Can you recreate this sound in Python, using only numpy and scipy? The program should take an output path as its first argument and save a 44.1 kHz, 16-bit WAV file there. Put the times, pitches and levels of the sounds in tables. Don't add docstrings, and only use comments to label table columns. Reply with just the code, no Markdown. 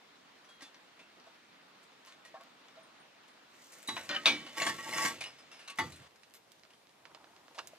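import sys
import numpy as np
from scipy import signal
from scipy.fft import rfft, irfft, next_fast_len
from scipy.io import wavfile
from scipy.ndimage import uniform_filter1d

SR = 44100
rng = np.random.default_rng(int(sys.argv[2]) if len(sys.argv) > 2 else 0)


def gain_from_decibels(decibels):
    exponent = np.asarray(decibels, float) / 20
    return 10 ** exponent


def inscribe(sig):
    pcm = np.round(np.clip(np.atleast_2d(sig).T, -1, 1) * 32767)
    wavfile.write(sys.argv[1], SR, pcm.astype(np.int16))


N = 343165
CUT_S = 6.08

# (frequency [Hz], width [Hz], level [dB])
DRAGGED_MODES = [(892, 25, -2), (1124, 36, 0), (1340, 25, -8), (1600, 40, -8), (1898, 40, -1),
                 (1986, 40, -1), (2170, 37, -6), (2680, 46, -8), (2900, 51, -9), (3470, 60, -12),
                 (5070, 45, -14), (5780, 70, -21), (4100, 90, -15), (7050, 90, -13), (8620, 250, -20)]


def bowl():
    # (frequency [Hz], level [dB], time to fall 60 dB [s])
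    modes = [(888, 1, 0.13), (1126, 0, 0.12), (1600, -18, 0.15), (1790, -7, 0.1), (1978, 0, 0.12),
             (2170, -3, 0.05), (3370, -17.5, 0.19), (3840, -35, 0.26), (4620, -28, 0.23), (5373, -35, 0.15),
             (6200, -28, 0.095), (7200, -36, 0.12), (8620, -40, 0.08)]
    # (time [s], peak [dB], crack over ring [dB], hardness [dB per octave], bounce [ms])
    blows = [
        (3.887, -29, 0, 4.5, 4.6),
        (3.966, -37.5, 6.5, -4, 5),
        (4.618, -25, 4, 5, 10.7),
        (4.664, -23.5, 1.5, 9, 20),
        (4.983, -28, 2, 9, 1.7),
        (5.049, -22, -4, 8, 3.5),
        (5.7865, -23, -5, 6.5, 4.2),
        (5.796, -26, -3, 0.5, 3),
    ]
    return knocks(blows, modes, rough=0.33, pan_db=1.5)


def jar():
    # (frequency [Hz], level [dB], time to fall 60 dB [s])
    modes = [(576, -20, 0.31), (1266, -17, 0.15), (1631, -20, 0.24), (2203, -16, 0.12), (2860, -15, 0.15),
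             (3278, -15, 0.15), (3500, -11, 0.15), (3365, -7, 0.16), (3650, -5, 0.12), (4005, -15, 0.19),
             (5098, -34, 0.27), (5389, -23, 0.22), (5932, -17, 0.18)]
    # (time [s], peak [dB], crack over ring [dB], hardness [dB per octave], bounce [ms])
    blows = [
        (4.257, -16, 2, 0.72, 7),
        (4.274, -24, 2, 0, 9),
    ]
    return knocks(blows, modes, rough=0.35, pan_db=1.5)


def cup():
    # (frequency [Hz], level [dB], time to fall 60 dB [s])
    modes = [(960, -21, 0.1), (1550, 8, 0.073), (1870, -1, 0.27), (2387, 4, 0.09), (2800, -8, 0.042),
             (3010, 2, 0.09), (3170, -13, 0.029), (4080, 0, 0.036), (4830, -35, 0.33)]
    # (time [s], peak [dB], crack over ring [dB], hardness [dB per octave], bounce [ms])
    blows = [
        (4.0925, -30, 0.27, 0.15, 8),
        (4.108, -30, 2, 0, 25),
        (4.146, -31.5, 0.53, 0.19, 10),
        (4.163, -34, 0.27, 1.3, 6.7),
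        (5.676, -40.5, 1.9, 7.8, 11),
    ]
    return knocks(blows, modes, rough=0.45, pan_db=1.0)


def knocks(blows, modes, rough, pan_db):
    out, t = np.zeros((2, N)), np.arange(SR // 4) / SR
    for s, peak_db, crack_db, hard_db, bounce_ms in blows:
        bounce = np.exp(-1000 * t / np.clip(bounce_ms, 1, 40)) * (1 - np.exp(-t / 0.0014))
        contact = rng.standard_normal(len(t)) ** 3 * bounce
        contact[:8] += 3.6 * np.hanning(8)
        pot = np.zeros((2, len(t)))
        for hz, db, t60 in modes:
            aim = rng.uniform(-1.6, 1.6, (2, 1)) * hz / 3000
            noise = spread(rng.standard_normal((2, len(t))), wide=0.82)
            cluster = evened(ring(noise, hz, 25 + 0.028 * hz))
            drive = abs(contact[:4000] @ np.exp(2j * np.pi * hz * t[:4000]))
            reach = np.clip(drive / np.linalg.norm(contact), .3, 3)
            fade = gain_from_decibels(db + hard_db * np.log2(hz / 2000) - 60 * t / min(t60, .3))
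            tone = np.sin(2 * np.pi * hz * t + aim)
            pot += fade / reach * (tone + rough * cluster * gain_from_decibels(-60 * t / 4.2))
        ringing = signal.fftconvolve(contact[None], pot, axes=1)[:, :len(t)]
        spray = spread(rng.standard_normal((2, len(t))), wide=0.43)
        spray = spray * gain_from_decibels(-60 * t / 0.23) * (1 - np.exp(-t / 0.0029))
        crack = band(band(contact + 0.74 * spray, 490, 4500 * gain_from_decibels(hard_db)), 370, 5160)
        blow = ringing / abs(ringing).max() + gain_from_decibels(crack_db) * crack / abs(crack).max()
        add(out, s, gain_from_decibels(peak_db) * panned(blow, pan_db))
    return out


def drag():
    # (hardest push [s], level [dB], swell [s per 20 dB], fade [s per 20 dB], fine grit [dB])
    strokes = [(3.64, -67, 0.2, 0.3, 11.5), (3.719, -55, 0, 0.4, 1.5), (3.925, -51, 0, -0.5, -1),
               (3.979, -48, 0.16, 0.36, -2.5), (4.075, -58, -1, -0.5, -4.5), (4.33, -45.5, 0.5, 0.4, -24),
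               (4.571, -37, .004, .4, -7), (4.622, -32, 0.06, -0.06, -15), (4.7, -36, 0.19, 0.03, -5.5),
               (4.92, -41, 0, .5, -22), (5.058, -31, 0.29, 0.0976, -4.5), (5.26, -47.5, -1.44, 0, 0),
               (5.52, -63, 0, 0, -3), (5.775, -48, 0, 0.28, -1.5), (5.85, -60, .03, 0.48, -14),
               (6.0, -57, -6, 0.2, -13)]
    # (frequency [Hz], level [dB per Hz])
    grit_colour = [(150, -7.5), (650, -6), (790, -16), (1100, -17.5), (1940, -7), (7040, -8.5),
                   (14000, -12.5), (16000, -35)]
    dust_db, dust_per_fine = -10.5, 1
    ring_share, ring_per_db = .7, .03
    t = np.arange(round(3.5 * SR), round(CUT_S * SR)) / SR

    lumps = gain_from_decibels(1.8 * evened(band(rng.standard_normal(len(t)), 24.4, 109)))
    size = gain_from_decibels(3.0 * np.minimum(rng.exponential(1, (2, len(t))), 2.5))
    size = size * (rng.random((2, len(t))) < 9000 / SR)
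    grains = spread(rng.standard_normal((2, len(t))) * size * lumps, wide=0.67)

    pot, rim = np.zeros((2, 2, len(t)))
    for hz, width, db in DRAGGED_MODES:
        rocking = gain_from_decibels(3.0 * evened(band(rng.standard_normal(len(t)), 3, 25)))
        tone = gain_from_decibels(db) * ring(grains * rocking, hz, 0.8 * width) / np.sqrt(width)
        add(pot if hz < 4500 else rim, 0, tone)
    ringing, bright = evened(pot), evened(rim)

    rough = colour(grains, lambda hz: gain_from_decibels(read(grit_colour, hz)))
    coarse = evened(band(rough, 300, 5000))
    fine = evened(band(rough, 3800, 9500))
    dust = evened(band(band(grains, 7500, 14500), 7500, 16000))

    s, level_db, swell, fade, fine_db = np.transpose(strokes)
    swell, fade = swell[:, None], fade[:, None]
    push = peaks(level_db, s, swell, fade, t)
    fizz = peaks(level_db + fine_db, s, swell, fade, t)
    haze = peaks(level_db + dust_db + dust_per_fine * fine_db, s, swell, fade, t)
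    push_db = 20 * np.log10(push)
    share = np.clip(ring_share + ring_per_db * (push_db + 35), 0, 1)
    pressed = np.clip((push_db + 50) / 15, 0, 1)
    body = 1.14 * np.sqrt(share) * ringing + np.sqrt(1 - share) * coarse
    out = np.zeros((2, N))
    add(out, t[0], gain_from_decibels(-5.0) * (push * body + fizz * (0.83 * pressed * bright + fine) + haze * dust))
    return out


def notes():
    # (time [s], peak [dB], brightness [dB per octave])
    foot_taps = [(4.5748, -44, 3), (4.6026, -30.5, 9), (4.6564, -28.5, -2), (4.6685, -30, -3),
                 (4.696, -35, -7), (4.7862, -34.5, 3), (4.8325, -51, 1), (4.856, -41, -3), (4.8836, -39, 0),
                 (4.9085, -61, -6), (4.928, -34, 3), (4.9375, -32, 7), (4.9631, -33, 11), (4.9821, -35, -4),
                 (5.0099, -29, 4), (5.0357, -32, 4), (5.062, -25.5, 2), (5.115, -43, 7.5), (5.137, -62, 2)]
    # (time [s], peak [dB], frequency [Hz], time to fall 60
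    # dB [s])
    struck_tones = [(0.623, -52.5, 286, 0.086), (2.342, -44.5, 650, 0.07), (2.35, -51, 778, .2),
                    (2.35, -50.5, 1080, 0.26), (2.345, -54, 1780, .08), (2.37, -54, 1650, 0.092),
                    (2.41, -57, 682, .12), (3.887, -38, 1148, 0.087), (3.887, -47, 2970, 0.032),
                    (3.967, -38, 2510, .05), (3.967, -42, 1050, 0.07), (3.975, -44, 1975, 0.1),
                    (3.976, -50.5, 5600, .14), (3.97, -50, 723, 0.18), (4.092, -38.5, 4070, 0.11),
                    (4.101, -40, 1500, 0.13), (4.1, -42, 3010, 0.19), (4.1, -53, 5580, .12),
                    (4.11, -44, 3530, 0.21), (4.147, -36, 1780, .07), (4.165, -42, 1620, 0.067),
                    (4.169, -39.5, 1266, 0.15), (4.251, -37, 1940, .03), (4.2575, -11, 3700, 0.019),
                    (4.262, -23.5, 2480, 0.15), (4.615, -35.5, 662, 0.11), (4.984, -33.5, 2360, 0.1),
                    (5.79, -37.5, 1190, 0.22), (5.69, -52, 1126, 0.28), (5.6, -58, 1770, 0.28),
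                    (3.967, -48.5, 1500, 0.25), (5.799, -39, 2930, 0.074), (5.841, -48.5, 496, 0.11),
                    (4.1, -47, 4970, .3), (4.1, -46, 580, 0.39), (4.6, -30, 2195, .06),
                    (4.62, -32, 2720, .07), (4.928, -34, 2130, 0.055), (5.115, -44, 2200, .12),
                    (6.04, -64, 704, 0.092), (7.733, -46, 620, 0.032)]
    # (time [s], peak [dB], frequency [Hz], time to fall 60
    # dB [s])
    more_tones = [(3.876, -50, 7050, .06), (3.876, -51, 9000, .1), (3.876, -52, 10900, .1),
                  (3.882, -51, 14500, .08), (4.258, -24, 2700, 0.055), (4.259, -28, 4550, .09),
                  (4.262, -33, 6000, .12), (4.619, -34, 6950, .07), (4.655, -40, 7050, .1),
                  (4.662, -37, 8600, .1), (4.59, -42, 5600, .06), (4.865, -43, 892, .4), (4.91, -48, 4100, .12),
                  (4.984, -32, 1125, 0.24), (4.98, -38, 6400, .05), (5.075, -41, 8500, .1),
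                  (5.68, -49, 2720, .3), (5.698, -50, 8700, .08), (5.788, -40, 6100, .05),
                  (5.788, -42, 9800, 0.047), (5.79, -48, 14400, .06), (5.8, -45, 6200, 0.062),
                  (5.961, -57, 8200, .05), (6.358, -66, 14250, .12), (5.787, -30, 1980, .22),
                  (5.79, -33, 890, .18), (5.788, -42, 3800, .04), (4.79, -42, 1900, .2),
                  (5.035, -33, 1985, .15), (5.515, -56, 2720, .4), (2.76, -58, 655, .4), (.995, -60, 2690, .2)]
    tap_t60_s = 0.095
    out, t = np.zeros((2, N)), np.arange(SR // 4) / SR
    low_modes = [mode for mode in DRAGGED_MODES if mode[0] < 3200]
    hz, width, db = np.transpose(low_modes)[..., None]
    for s, peak_db, bright_db in foot_taps:
        grip_db = 2.7 * rng.standard_normal(hz.shape)
        start_db = db + grip_db + bright_db * np.log2(hz / 1500)
        modes = gain_from_decibels(start_db - 60 * t / tap_t60_s * width / 40) * np.sin(2 * np.pi * hz * t)
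        add(out, s, gain_from_decibels(peak_db - 12.0) * modes.sum(0))
    for s, peak_db, hz, t60 in struck_tones + more_tones:
        add(out, s, gain_from_decibels(peak_db) * partial(t, hz, t60) * (1 - np.exp(-t / 0.00033)))
    return panned(out, pan_db=2.5)


def thud():
    # (frequency [Hz], width [Hz], level [dB])
    slab = [(242.3, 21, 4), (294, 17, 7), (338.3, 10.3, 6.5)]
    # (time [s], level [dB], deep part [dB])
    blows = [
        (3.889, -48.5, -62),
        (4.1, -50, -83),
        (4.17, -54, -78),
        (4.279, -39.5, -61),
        (4.58, -51, -67),
        (4.66, -44.5, -59),
        (4.87, -52.5, -66),
        (4.96, -48, -59),
        (5.049, -47.5, -61.5),
        (5.792, -46, -50),
    ]
    rise_s, fall_db_per_s, deep_fall_db_per_s = 0.011, 117, 69
    t = np.arange(round(3.7 * SR), round(CUT_S * SR)) / SR
    s, level_db, deep_db = np.transpose(blows)
    push, out = rng.standard_normal(len(t)), np.zeros(N)
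    upper = sum(gain_from_decibels(db) * ring(push, hz, width) for hz, width, db in slab)
    upper = evened(band(upper + 0.17 * band(push, 146, 230), 153, 403))
    deep = evened(band(band(push, 70, 165), 70, 165))
    boom = peaks(level_db, s, rise_s, 20 / fall_db_per_s, t) * upper
    rumble = peaks(deep_db, s + 0.031, 3 * rise_s, 20 / deep_fall_db_per_s, t) * deep
    add(out, t[0], boom + rumble)
    return out


def crumbs():
    # (time [s], peak [dB], brightness [dB])
    kiln_ticks = [(0.745, -41, -5), (1.1994, -48, -9), (1.9193, -49, -7), (2.05, -43, 11),
                  (2.0614, -44, 17), (2.124, -39.5, -5), (2.4108, -44, 14), (2.436, -46.5, 16),
                  (2.4703, -56, -23), (2.6556, -49, -10), (2.6842, -42.5, -4), (3.786, -48, 25),
                  (3.829, -41, 23), (3.9665, -32, 0), (4.0496, -48, 20), (5.0505, -21, 5), (5.062, -23, -2),
                  (5.758, -45, 16), (4.092, -20.5, 1.5), (5.8994, -69.5, -2)]
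    # (time [s], peak [dB], brightness [dB])
    close_ticks = [(6.109, -50, -3), (6.2333, -45, 0), (6.299, -59, 26), (6.3086, -52.5, 15.5),
                   (6.3388, -42.5, 24.5), (6.519, -44, 18), (6.5964, -47, 0), (6.635, -42, -3),
                   (6.6515, -46.5, -13), (6.871, -48, -5.5), (6.894, -49, -2), (7.054, -37.5, -10),
                   (7.1476, -38.5, -11.5), (7.2433, -44, -18.5), (7.364, -45.5, -2), (7.482, -43, -14.5),
                   (7.586, -31.5, -14), (7.592, -29, -8), (7.673, -37.5, 26), (7.7514, -51, -2)]
    # (time [s], peak [dB], ring [Hz], 0 for none, brightness [dB], length [ms])
    far_scuffs = [(0.444, -55, 5800, -1, 19), (0.49, -50, 1380, -3, 24), (0.607, -45, 2000, -5, 17),
                  (0.62, -39.5, 0, 0, 24), (0.9911, -49, 2690, -6, 29), (1.2644, -53, 680, -9, 27),
                  (1.8294, -55.5, 0, 5, 23), (2.0699, -45.5, 1060, -1, 39), (2.2493, -45, 0, 0.5, 26),
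                  (2.3414, -52.5, 1513, -17, 32), (2.4005, -56, 1103, -13, 28),
                  (2.7544, -54, 655, -8.5, 57), (3.2794, -54, 1210, 3, 18)]
    # (time [s], peak [dB], ring [Hz], 0 for none, brightness [dB], length [ms])
    near_scuffs = [(3.8743, -42, 7150, 14.5, 28), (4.2565, -21, 3671, -4, 39), (4.464, -42, 3010, -6.5, 25),
                   (5.2074, -30, 2496, 0, 19.6), (5.2375, -35, 2780, 2.5, 7.6),
                   (5.2588, -39.5, 5070, -3.5, 27), (5.3854, -47.5, 5050, -1.5, 17),
                   (5.5151, -45, 5019.5, -1.5, 79), (5.5902, -47.5, 2720, -1, 69),
                   (5.678, -40, 6400, 3, 10), (5.698, -38, 2720, 3, 12), (3.72, -50, 0, 10, 20),
                   (4.05, -52, 0, 10, 20), (5.8694, -51, 5900, -11, 20), (5.9209, -44, 4000, 6, 14),
                   (6.03, -54.5, 999, -5.5, 40), (5.959, -52.5, 2278, 10, 15), (6.158, -49, 0, 0, 5.5),
                   (6.3435, -46, 0, 5, 4.4), (6.35, -47, 0, 5, 8), (6.365, -51, 0, 4, 10),
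                   (6.7036, -53, 2830, -3, 13), (6.7331, -53.5, 3200, -3, 14), (7.5456, -47, 680, 0, 100),
                   (7.5792, -41, 783, -9, 15), (7.589, -35.5, 2742, -6.5, 8.3)]
    # (time [s], peak [dB], frequency [Hz], time to fall
    # 60 dB [s])
    pings = [(.487, -61, 3270, .6), (.545, -70, 10050, .12), (.632, -57, 3500, .2), (2.25, -53, 1900, .15),
             (2.83, -68, 9000, .15), (3.0, -68, 9050, .1), (3.875, -41, 3892, .36),
             (4.162, -28, 3009, .045), (4.258, -24, 3600, .13), (4.258, -28, 3713, .15),
             (4.258, -29, 3782, .12), (4.262, -45, 3027, .7), (4.262, -47, 3480, .5),
             (4.265, -27, 2299, .28), (4.325, -44, 5100, .08), (4.62, -38, 4300, .12),
             (5.05, -33, 7050, .11), (5.24, -41, 2900, .1), (5.8, -46, 4635, .25), (5.79, -45, 1340, .28),
             (6.225, -73, 9900, .12), (6.345, -58, 12200, .15)]
    tick_low_db, tick_high_db, scuff_low_db, scuff_high_db = -18.5, -21, -8, -7
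    out, t = np.zeros((2, N)), np.arange(SR // 16) / SR
    for s, peak_db, bright_db in kiln_ticks + close_ticks:
        snap = rng.standard_normal(len(t)) * (np.exp(-t / 0.00022) + 0.13 * np.exp(-t / 0.01))
        snap[:2] += [2.5, 0]
        tick = three_bands(snap, tick_low_db - bright_db, tick_high_db + bright_db, top_hz=15400)
        add(out, s, gain_from_decibels(peak_db - 2.5) * panned(tick, pan_db=4.0 if s < CUT_S else -7.0))

    t = np.arange(SR // 4) / SR
    for s, peak_db, hz, bright_db, length_ms in far_scuffs + near_scuffs:
        low_db, high_db = scuff_low_db - bright_db, scuff_high_db + bright_db
        fade = np.exp(-1000 * t / np.clip(length_ms, 3, 90)) * (1 - np.exp(-t / 0.00028))
        scratch = spread(rng.standard_normal((2, len(t))) * fade, wide=0.56)
        tone = ring(scratch, hz, 10 + 0.036 * hz)
        tone_gain = (hz > 0) * 0.85 * (gain_from_decibels(low_db) if hz < 1500 else 1)
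        tone = tone_gain * tone / abs(tone).max()
        add(out, s, gain_from_decibels(peak_db - 3.5) * (three_bands(scratch, low_db, high_db, top_hz=11900) + tone))

    t = np.arange(SR // 2) / SR
    for s, peak_db, hz, t60 in pings:
        add(out, s, gain_from_decibels(peak_db) * partial(t, hz, t60) * (1 - np.exp(-t / 0.00016)))
    return out


def rub():
    # (time [s], level [dB])
    strength = [
        (6.9, -81),
        (7.034, -66.5),
        (7.198, -64),
        (7.662, -72),
        (7.78, -81),
    ]
    s, level_db = curves(strength)
    noise, out = rng.standard_normal(len(level_db)), np.zeros(N)
    lumps = gain_from_decibels(3.6 * evened(band(rng.standard_normal(len(noise)), 10, 47)))
    hollow = ring(ring(noise, 820, 520), 920, 1000)
    friction = evened(hollow + 0.51 * band(noise, 230, 460))
    add(out, s, gain_from_decibels(level_db - 1.0) * lumps * friction)
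    return out


def kiln(x):
    # (frequency [Hz], time to fall 60 dB [s])
    chamber = [(200, 0.25), (1000, 0.082), (4000, 0.14), (12000, 0.04)]
    taps = np.zeros((2, SR // 2))
    at = np.arange(60, SR // 2 - 20, 20) + rng.integers(0, 20, (2, (SR // 2 - 61) // 20))
    np.put_along_axis(taps, at, rng.choice([-1., 1.], at.shape), 1)
    taps[1] = 1.0 * taps[0] + 0.71 * taps[1]
    hz, t, z = signal.stft(taps, SR, nperseg=256)
    tail = signal.istft(z * gain_from_decibels(-60 * t / read(chamber, hz)[:, None]), SR, nperseg=256)[1]
    return signal.fftconvolve(x[None], tail / np.linalg.norm(tail[0]), axes=1)[:, :N]


def hush():
    # (frequency [Hz], level [dB per Hz])
    yard_colour = [(12, -70), (20, -56), (96, -17.5), (262, -3), (399, -6.5), (1120, -4.5), (3950, -10.5),
                   (12000, -32), (16000, -33)]
    # (frequency [Hz], level [dB per Hz])
    close_colour = [(15, -45), (137, -12), (575, -8.5), (800, -8.5), (1400, -13), (3500, -15.5),
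                    (12200, -29.5), (16000, -37)]
    # (frequency [Hz], correlation [-1 to 1])
    likeness = [(60, 0.051), (150, 0.98), (380, 0.52), (950, 0.11), (2380, 0.53), (5980, -0.033),
                (15000, -0.27)]
    yard_db, close_db = -60.5, -64.5
    nearing_s, nearing_db_per_s = 7.1, 5
    frames, hz = N // 256 + 5, np.fft.rfftfreq(1024, 1 / SR)
    a, b, c, d, patches = rng.standard_normal((frames, 513, 5)).T
    patches = uniform_filter1d(uniform_filter1d(patches, size=14, axis=0), size=10, axis=1)
    patches = evened(patches)
    flicker = evened(uniform_filter1d(rng.standard_normal(frames), size=4))
    same = np.clip(read(likeness, hz), -1, 1)[:, None]
    left = a + 1j * b
    right = same * left + np.sqrt(1 - same ** 2) * (c + 1j * d)
    before, after = gain_from_decibels(read(yard_colour, hz)), gain_from_decibels(read(close_colour, hz))
    before, after = before / np.linalg.norm(before), after / np.linalg.norm(after)
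    shape = np.where(np.arange(frames) * 256 / SR < CUT_S, before[:, None], after[:, None])
    z = np.array([left, right]) * shape * gain_from_decibels(1.14 * patches + 0.29 * flicker)
    x = evened(signal.istft(z, nperseg=1024, noverlap=768)[1][:, :N])
    t = np.arange(N) / SR
    swelling_db = close_db + nearing_db_per_s * np.maximum(t - nearing_s, 0)
    return x * gain_from_decibels(np.where(t < CUT_S, yard_db, swelling_db))


def ports(left, right):
    # (frequency [Hz], phase [rad])
    lead = [(0, 2), (860, -0.55), (2150, -0.84), (3960, -1.42), (5080, -1.87), (6290, -1.12), (9730, -1.6),
            (15300, -1.5)]
    # (frequency [Hz], level [dB])
    balance = [(60, -1), (150, -3), (380, -1.5), (950, -1.1), (2380, 0.5), (5980, 1.0), (15000, 3.5)]

    def tilt(hz):
        return np.sqrt(gain_from_decibels(read(balance, hz)) + 0j) * np.exp(.5j * read(lead, hz))

    return np.array([colour(left, tilt), colour(right, lambda hz: 1 / tilt(hz))])


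def partial(t, hz, t60):
    wobble, wobble_hz = .15, 60
    turns = wobble_hz * rng.random((2, 1)) * t + rng.random((2, 1))
    waver = 1 + wobble * np.sin(2 * np.pi * turns).sum(0)
    aim = rng.uniform(-.35, .35, (2, 1)) * min(hz / 2000, 1)
    return waver * gain_from_decibels(-60 * t / max(t60, .01)) * np.sin(2 * np.pi * hz * t + aim)


def peaks(rows_db, seconds, swell, fade, t):
    coarse_t = t[::32]
    late = coarse_t - np.reshape(seconds, (-1, 1))
    rising, falling = -late / np.maximum(swell, .003), late / np.maximum(fade, .003)
    drop_db = 20 * np.where(late < 0, rising, falling)
    power = np.sum(gain_from_decibels(np.reshape(rows_db, (-1, 1)) - drop_db) ** 2, axis=0)
    return np.interp(t, coarse_t, np.sqrt(power))


def three_bands(x, low_db, high_db, top_hz):
    edges = (450, 1500), (1500, 6000), (6000, top_hz)
    parts = (band(band(x, *edge), *edge) for edge in edges)
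    return sum(gain_from_decibels(db) * p / abs(p).max() for p, db in zip(parts, (low_db, 0, high_db)))


def spread(pair, wide):
    treble = band(pair, 2000, 8500)
    return np.array([pair[0], pair[0] + wide * (treble[1] - .5 * treble[0])])


def panned(x, pan_db):
    return x * gain_from_decibels(np.array([[pan_db], [-pan_db]]) / 2)


def ring(x, hz, width):
    r = np.exp(-np.pi * width / SR)
    return 2 * signal.lfilter([1 - r], [1, -r * np.exp(2j * np.pi * hz / SR)], x).real


def band(x, lo_hz, hi_hz):
    sos = signal.butter(2, [lo_hz, min(hi_hz, .45 * SR)], "band", fs=SR, output="sos")
    return signal.sosfilt(sos, x)


def colour(x, gain):
    size = next_fast_len(x.shape[-1])
    spectrum = rfft(x, size) * gain(np.fft.rfftfreq(size, 1 / SR))
    return irfft(spectrum, size)[..., :x.shape[-1]]


def read(points, hz):
    f, value = np.transpose(points)
    return np.interp(np.log(hz + 1), np.log(f + 1), value)


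def curves(rows):
    s, *columns = np.transpose(rows)
    t = np.arange(round(s[0] * SR), round(s[-1] * SR)) / SR
    return [s[0]] + [np.interp(t, s, c) for c in columns]


def evened(x):
    return x / np.sqrt(np.mean(x ** 2) + 1e-20)


def add(mix, s, sound):
    part = mix[..., round(s * SR):][..., :sound.shape[-1]]
    part += sound[..., :part.shape[-1]]


def scene():
    pots = bowl() + jar() + cup() + drag() + notes()
    bits = crumbs()
    echo_gain = np.where(np.arange(N) / SR < CUT_S, 1, .4)
    echoes = gain_from_decibels(-9) * kiln((pots + 1.5 * bits).mean(0)) * echo_gain
    no_rumble = signal.butter(3, 78, "high", fs=SR, output="sos")
    close = signal.sosfilt(no_rumble, pots + thud() + rub() + bits + echoes)
    return ports(*(close + hush()))


def band_limit(x):
    return signal.sosfilt(signal.butter(12, 16300, fs=SR, output="sos"), x)


def record(dry):
    edge = signal.firwin(255, 15600, window=("kaiser", 8), fs=SR)
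    mix = signal.oaconvolve(dry, edge[None], "same")
    return band_limit(mix)


dry = scene()
out = record(dry)
inscribe(out)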